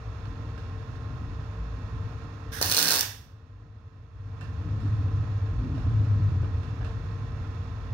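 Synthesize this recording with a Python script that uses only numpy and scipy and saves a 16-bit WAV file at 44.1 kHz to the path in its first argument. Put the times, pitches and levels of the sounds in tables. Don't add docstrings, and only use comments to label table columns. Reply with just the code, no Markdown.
import sys
import numpy as np
from scipy import signal
from scipy.io import wavfile
from scipy.ndimage import uniform_filter1d

SR = 44100
rng = np.random.default_rng(int(sys.argv[2]) if len(sys.argv) > 2 else 0)


def bounce(signal):
    frames = np.transpose(np.atleast_2d(signal))
    limited = np.clip(frames, -1, 1)
    pcm = np.round(limited * 32767).astype(np.int16)
    wavfile.write(sys.argv[1], SR, pcm)


def ratio_of_db(decibels):
    return 10 ** (np.asarray(decibels, float) / 20)


N = 349713

VISOR_S, VISOR_BOUNCE = 0.00075, 3.2
ARC_VISOR_S = 0.00072
STRIKE_S = 2.6137


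def rms_one(x):
    return x / np.sqrt(np.mean(x ** 2) + 1e-20)


def since(s):
    return np.maximum(np.arange(N) / SR - s, 0)


def in_time(rows, outside=None):
    s, *columns = np.transpose(rows)
    return [np.interp(np.arange(N) / SR, s, column, outside, outside) for column in columns]


def drift(rate_hz):
    r = np.exp(-80 * np.pi * rate_hz / SR)
    slow = signal.lfilter([1], [1, -2 * r, r * r], rng.standard_normal(N // 40 + 2002))[2000:]
    return np.interp(np.arange(N) / 40, np.arange(len(slow)), rms_one(slow))


def resonance(x, hz, width_hz):
    r = np.exp(-np.pi * width_hz / SR)
    poles = [1, -2 * r * np.cos(2 * np.pi * hz / SR), r * r]
    return signal.lfilter([(1 - r * r) / 2, 0, (r * r - 1) / 2], poles, x)


def colour(x, table):
    hz, *sides = np.transpose(table)
    log_hz = np.log(np.fft.fftfreq(4096, 1 / SR) ** 2 + 1) / 2
    log_gain = [np.log(ratio_of_db(np.interp(log_hz, np.log(hz), db))) for db in sides]
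    cepstrum = np.fft.ifft(log_gain).real
    fold = np.r_[1, 2 * np.ones(2047), 1, np.zeros(2047)]
    pulse = np.fft.ifft(np.exp(np.fft.fft(cepstrum * fold))).real[:, :2048]
    pulse /= np.sqrt(np.sum(pulse ** 2) / 2)
    return signal.oaconvolve(x, pulse, axes=1)[:, :x.shape[1]]


def both_ears(length):
    shared, left, right = rng.standard_normal((3, length))
    low, high = (signal.butter(1, 800, kind, fs=SR) for kind in ("low", "high"))
    return signal.lfilter(*low, shared) + signal.lfilter(*high, [left, right])


def visor(x, lag_s=VISOR_S):
    lag = round(lag_s * SR)
    bounced = (x + VISOR_BOUNCE * np.r_[np.zeros(lag), x[:-lag]]) / np.hypot(1, VISOR_BOUNCE)
    long_waves = signal.lfilter(*signal.butter(1, 600, fs=SR), x - bounced)
    return np.array([x, bounced + long_waves])


def workshop(x, near, far, lag_s):
    room_t60_s, treble_t60_s, room_db = 0.47, 0.39, -4.5
    t = np.arange(SR) / SR
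    noise = both_ears(SR)
    dull = signal.lfilter(*signal.butter(2, 6500, fs=SR), noise)
    tail = dull * ratio_of_db(-60 * t / room_t60_s) + 1.04 * (noise - dull) * ratio_of_db(-60 * t / treble_t60_s)
    tail = colour(tail * (1 - np.exp(-t / 0.003)), far)
    tail /= np.sqrt(np.sum(tail ** 2) / 2)
    x = x + 1e-12 * rng.standard_normal(N)
    left, bounced = visor(x, lag_s)
    low, high = (signal.butter(4, 7600, kind, fs=SR, output="sos") for kind in ("low", "high"))
    right = signal.sosfilt(low, bounced) + signal.sosfilt(high, np.r_[0, x[:-1]])
    room = signal.oaconvolve(x[None], tail, axes=1)[:, :N]
    return colour(np.array([left, right]), near) + ratio_of_db(room_db) * room


# pitch_hz [Hz], left_db, right_db [dB per Hz]
FAN_RUSH = [(250, -76.5, -78.5), (340, -79.5, -85.5), (570, -84.5, -77), (800, -83, -81.5),
            (1340, -89, -76), (1620, -99, -85), (2280, -100, -86.5), (2700, -103, -89.5),
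            (3000, -104, -94.5), (3350, -106, -89.5), (4250, -108.7, -94), (6800, -112, -99.6),
            (7180, -121.6, -108.8), (9550, -122.7, -119)]
# pitch_hz [Hz], level_db [dB]
FAN_TONES = [(446.8, -57), (466, -61), (624, -68), (727, -70), (766, -70), (893.6, -70), (1023, -64.5),
             (1065.5, -61), (1135, -70), (1277, -63), (1340.5, -68), (1397, -71), (1598, -71), (1680, -74),
             (1787, -74), (1863.8, -71), (1960, -78), (2234, -74), (2331, -75), (2681, -77), (3531, -84),
             (4350, -86)]


def fan():
    rush = 0.6 * visor(rng.standard_normal(N)) + 0.8 * both_ears(N)
    out = ratio_of_db(-47.5 + 0.41 * drift(17)) * colour(rush, FAN_RUSH)
    hz_at, left_db, right_db = np.transpose(FAN_RUSH)
    turning = np.cumsum(1 + 0.0006 * drift(3)) / SR
    chances = rng.uniform(-np.pi, np.pi, (len(FAN_TONES), 2))
    for (hz, db), (phase, skew) in zip(FAN_TONES, chances):
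        right = ratio_of_db(0.63 * np.interp(hz, hz_at, right_db - left_db))
        apart = 0.6 * skew * min(hz / 1200, 1) ** 2
        wave = np.sin(2 * np.pi * hz * turning + phase + np.array([[0], [apart]]))
        centre = abs(1 + right * np.exp(1j * apart)) / 2
        out += np.sqrt(2) * ratio_of_db(db + 2.0 * drift(4)) * np.array([[1], [right]]) / centre * wave
    return out


# start_s [s],
# level_db [dB]
TRAFFIC = [(0, -39.5), (.75, -35), (1.4, -35), (1.6, -41), (2.05, -32.5), (2.4, -40.5), (2.72, -34.5),
           (2.9, -36.5), (3.1, -28.5), (3.35, -36), (4.2, -32.5), (4.85, -27), (5.22, -25), (5.4, -31),
           (5.75, -29.5), (5.95, -23.5), (6.4, -25), (6.7, -32.5)]
# start_s
# (centre) [s], length_s [s], deep_lift_db [dB], drone_lift_db [dB]
HEAVIES = [(.3, 0.23, 1, -2), (.7, 0.13, 3.5, -2), (2.285, .1, -2, 4.5), (2.855, 0.14, -10.5, 19),
           (3.502, 0.11, 6, -3.5), (4.282, 0.035, 8, 0), (4.801, .2, 1, 8), (5.54, 0.057, 11, -2.5),
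           (5.669, 0.16, 6.5, 10.5), (5.88, .08, 7, 1.5), (6.515, 0.072, 5, -1.5), (6.998, 0.46, 3, 3),
           (7.85, 0.063, 5.5, -2)]


def road_levels():
    lumpy_db = 2.5
    near, t = in_time(TRAFFIC)[0], np.arange(N) / SR
    swing = near - near.mean()
    deep_lift = drone_lift = 0
    for s, length_s, deep_db, drone_db in HEAVIES:
        swell = np.exp(-((t - s) / length_s) ** 2)
        deep_lift = deep_lift + deep_db * swell
        drone_lift = drone_lift + drone_db * swell
    deep = -42.5 + 0.17 * swing + deep_lift + lumpy_db * drift(6)
    boom = near + 0.39 * lumpy_db * drift(6)
    drone = -48 + 0.5 * swing + drone_lift + lumpy_db * drift(4.1)
    return [deep, boom, drone]


# pitch_hz [Hz], width_hz [Hz], level_db [dB]
WALL_MODES = [
    [(45, 12, -8), (54, 14, 2)],
    [(87.24, 16.5, 3), (100.47, 12.7, 5.5), (115.8, 10, -13.5)],
    [(151.8, 21.2, 5.5), (212, 50, -2), (249.1, 30, -2), (285.7, 11, 0.5)],
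]


def traffic():
    out = 0
    for level_db, modes in zip(road_levels(), WALL_MODES):
        road = rng.standard_normal(N + SR) + 0.19 * rng.standard_normal((2, N + SR))
        ringing = 0
        for hz, width_hz, db in modes:
            ringing = ringing + ratio_of_db(db) * resonance(resonance(road, hz, width_hz), hz, 2 * width_hz)
        boom = ringing[:, SR:]
        swing = uniform_filter1d(np.mean(rms_one(boom) ** 2, axis=0), 5000)
        steadied = boom / (swing + 0.046) ** 0.3
        out = out + ratio_of_db(level_db) * rms_one(steadied)
    return out * ratio_of_db([[0.45], [-0.45]])


# start_s [s], level_db [dB], length_s [s], dullness [0-1]
KNOCKS = [(0.254, -56, 0.013, 0.5), (0.578, -54, 0.038, 0.53), (.953, -64, .02, 0.4),
          (4.4095, -52.5, 0.044, 0.44), (4.803, -61.5, 0.14, 0.23), (5.463, -61, 0.018, 0.56),
          (5.751, -58, 0.18, 0.52), (5.778, -48.5, .006, 0.85), (6.043, -57, .03, 0.5),
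          (6.4325, -44, 0.0091, 0.91), (6.444, -53, 0.011, 0.77), (6.632, -57.5, 0.051, 0.5),
          (6.811, -51.5, 0.046, 0.84), (6.846, -52, 0.054, 0.54)]


def knocks():
    x, t = np.zeros(N + SR), np.arange(SR // 4) / SR
    for s, db, length_s, dull in KNOCKS:
        noise = rng.standard_normal(len(t))
        scuff = rms_one(signal.lfilter([1], [1, -2 * dull, dull ** 2], noise))
        fade = np.exp(-t / length_s) + 1.6 * np.exp(-t / 0.0012)
        x[round(s * SR):][:len(t)] += ratio_of_db(db) * scuff * fade
    return x[:N]


# start_s [s], firing pitch_hz [Hz], level_db [dB]
LORRY = [
    (1.15, 36, -59),
    (1.3, 40.8, -41),
    (1.5, 54.6, -52),
    (1.62, 55.44, -32),
    (1.85, 54, -42),
    (1.96, 54.3, -37),
    (2.12, 49.8, -46),
    (2.3, 43.5, -62),
]


def lorry():
    hz, db = in_time(LORRY)[0], in_time(LORRY, -200)[1]
    turn = 2 * np.pi * np.cumsum(hz) / SR
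    third = ratio_of_db(-51.5 + 0.9 * np.minimum(db + 45, 0) + 1.5 * drift(5))
    return np.sqrt(2) * (ratio_of_db(db) * np.sin(turn) + third * np.sin(3 * turn))


# pitch_hz [Hz], left_db, right_db [dB per Hz]
GAS = [(400, -81, -84), (972, -86, -81), (1610, -80.5, -61.5), (2500, -90, -80.5), (3720, -78.5, -71.5),
       (4300, -89.5, -76), (5960, -85, -71.5), (7500, -100.5, -89), (9500, -79, -75), (11100, -90, -87.5),
       (13000, -78, -77), (15000, -97.5, -81.5)]


def gas():
    opens_s, shuts_s, rise_s, fall_s = 2.516, 3.02, 0.013, 0.07
    jet = 0.57 * visor(rng.standard_normal(N)) + 1.2 * both_ears(N)
    flow = (1 - np.exp(-since(opens_s) / rise_s)) * np.exp(-(since(shuts_s) / fall_s) ** 2)
    return flow * ratio_of_db(-39 + drift(40)) * colour(jet, GAS)


# start_s [s], energy level_db [dB]
POPS = [(2.6137, -3), (2.6259, -0.3), (2.6605, -6.3), (2.6984, -6.9), (2.7137, -1.1), (2.7158, 0.7),
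        (2.723, 3.2), (2.7465, -0.5), (2.7675, 2.4), (2.7741, 1.0), (2.7807, -2.5), (2.7868, 0.8),
        (2.7911, 2.0), (2.7994, -1.9), (2.8063, -3.1), (2.8148, -3.5), (2.8273, 2.6), (2.8398, -3.8),
        (2.8565, -3.3), (2.8731, -3.1), (2.8817, -0.6), (2.8871, -1.3), (2.9071, -0.8), (2.9159, 0.2),
        (2.9221, -2.1), (2.9333, -1.8), (2.94, 0.4), (2.9931, -2.5), (3.0093, 2.7), (3.0307, -8.5)]


def droplets():
    drip_s, drip_db, steady_from_s, steady_to_s = 0.008, -5.5, 2.76, 3.0
    rows = list(POPS)
    for (a, _), (b, _) in zip(POPS, POPS[1:]):
        steady = steady_from_s < a and b < steady_to_s
        steps = round((b - a) / drip_s) if steady else 1
        for k in range(1, steps):
            s = a + (b - a) * (k + rng.uniform(-0.25, 0.25)) / steps
            rows.append((s, drip_db + rng.normal()))
    cold_until_s = POPS[6][0]
    pops = []
    for s, db in rows:
        cold_db = -5 * (STRIKE_S < s < cold_until_s)
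        pops.append((s, db, -14 - 0.5 * db + cold_db + 2 * rng.normal()))
    return pops


# start_s [s], level_db [dB]
SIZZLE = [
    (2.6137, -20),
    (2.635, -25.5),
    (2.70, -30),
    (2.712, -22),
    (2.722, -32.5),
    (2.79, -26),
    (2.85, -29),
    (2.92, -23.5),
    (3.012, -29.5),
]


def sizzle():
    pool_s, thin_start, thin_grows_s, thin_after = 2.706, 0.43, 0.03, 0.07
    quench_db_per_s = 3301
    sizes = ratio_of_db(3.5 * np.minimum(rng.exponential(1, N), 3)) * rng.choice([-1, 1], N)
    snaps_per_s = 2500 * ratio_of_db(4 * drift(60))
    snaps = rms_one(sizes * (rng.random(N) < snaps_per_s / SR))
    hiss = rng.standard_normal(N) * ratio_of_db(4.5 * drift(120))
    full = 0.75 * snaps + 0.5 * hiss
    body = signal.lfilter(*signal.butter(1, 4500, fs=SR), full)
    thinning = 1 - (1 - thin_start) * np.exp(-since(STRIKE_S) / thin_grows_s)
    thin = np.where(since(pool_s) > 0, thin_after, thinning)
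    power_db = in_time(SIZZLE)[0] - quench_db_per_s * since(SIZZLE[-1][0])
    return (since(STRIKE_S) > 0) * ratio_of_db(power_db) * (full - thin * body)


def arc():
    strike_db, strike_hz = 2.5, 666
    x, t = np.zeros(N), np.arange(300) / SR
    thump = np.sin(2 * np.pi * strike_hz * t) * np.exp(-t / 0.00032)
    thump /= np.linalg.norm(thump)
    for s, db, thump_db in droplets():
        crack = 0.2 * rng.standard_normal(300) * np.exp(-t / 0.0008) + (t == 0)
        burst = crack / np.linalg.norm(crack) + ratio_of_db(thump_db - 2) * thump
        x[round(s * SR):][:300] += ratio_of_db(db + 4) * burst
    x[round(STRIKE_S * SR):][:300] += ratio_of_db(strike_db) * thump
    return x + sizzle()


# pitch_hz [Hz], level_db [dB], t60_s [s]
TUBE = [
    (1500, -53.5, 0.041),
    (1770, -60, 0.23),
    (2710, -58, 0.2),
]


def tap():
    t = since(4.4105)
    return sum(ratio_of_db(db - 60 * t / t60_s) * np.sin(2 * np.pi * hz * t) for hz, db, t60_s in TUBE)


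def passing_car():
    start_s, length_s, engine_hz, sag_hz_per_s = 5.8, 1, 117, 43
    rise_s, fades_s, fade_db_per_s, beat_db, beats_per_s = 0.05, 6.27, 54, 1.5, 5.44
    t = since(start_s)
    hz = engine_hz - sag_hz_per_s * np.minimum(t, length_s)
    db = -25 - fade_db_per_s * since(fades_s) - beat_db * np.cos(2 * np.pi * beats_per_s * t)
    swell = np.minimum(t / rise_s, 1) * ratio_of_db(db)
    note = np.sqrt(2) * swell * np.sin(2 * np.pi * np.cumsum(hz) / SR)
    return note * ratio_of_db([[0.45], [-0.45]])


def ducking():
    duck_s, duck_db, attack_s, recover_s, recover_tau_s = 2.69, -13, 0.04, 4.123, 0.26
    drop = 1 - np.exp(-since(duck_s) / attack_s)
    return duck_db * drop * np.exp(-since(recover_s) / recover_tau_s)


# pitch_hz [Hz], left_db, right_db [dB per Hz]
ARC = [(130, -8, -8), (500, 6.5, 2), (1000, 3.5, 6.5), (1600, 2, 11.5), (2100, 1.5, 5), (3000, 6, -1),
       (4450, 9.2, 17.5), (5800, 10.5, 16.5), (6800, 9.5, 10), (7700, 1.5, 1), (8900, 9.5, 8),
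       (10800, 4.5, 1), (13500, 0, -3), (14700, 8, 11.5)]
# pitch_hz [Hz], left_db, right_db [dB per Hz]
WALLS = [(110, -27.5, -24.5), (300, -12.5, -14.5), (670, -15, -8.5), (1080, -6.5, -3.5), (1600, -14, 3.5),
         (2110, -9, -4.5), (2700, -10.5, -1), (3450, -10, -1.5), (4400, -6, 0), (6000, -10, -.5),
         (7500, -14, -10), (8960, -15, -9.5), (11500, -10, -7), (15040, -18, -8)]
# pitch_hz [Hz], left_db, right_db [dB per Hz]
BENCH = [(200, -6, -11.5), (700, -0.5, 5.5), (1610, -12, 5), (2110, -8.5, -4), (2700, -14.5, 0),
         (5000, -15, -3.5), (8000, -24.5, -13.5), (12000, -19.5, -20), (15000, -21.5, -22.5)]


def scene():
    near = in_time(TRAFFIC)[0]
    wash = ratio_of_db(0.1 * (near - near.mean()))
    steady = wash * fan() + traffic() + passing_car() + lorry() + gas()
    bench = workshop(knocks() + tap(), BENCH, BENCH, VISOR_S)
    return workshop(arc(), ARC, WALLS, ARC_VISOR_S) + bench + ratio_of_db(ducking()) * steady


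def top_cut(x):
    return signal.sosfilt(signal.butter(12, 16820, fs=SR, output="sos"), x)


def record(dry):
    hollow_s, ring = 0.001134, 0.19
    lag = round(hollow_s * SR)
    hollow = signal.lfilter([np.sqrt(1 - ring ** 2)], np.r_[1, np.zeros(lag - 1), -ring], dry[1])
    bass = signal.lfilter(*signal.butter(2, 900, fs=SR), dry[1] - hollow)
    rounded = 1.1 * np.tanh(np.array([dry[0], hollow + bass]) / 1.1)
    cut = signal.sosfilt(signal.ellip(12, 0.5, 70, 15780, fs=SR, output="sos"), rounded)
    mix = signal.sosfilt(signal.butter(2, 32, "high", fs=SR, output="sos"), cut)
    return top_cut(mix)


dry = scene()
out = record(dry)
bounce(out)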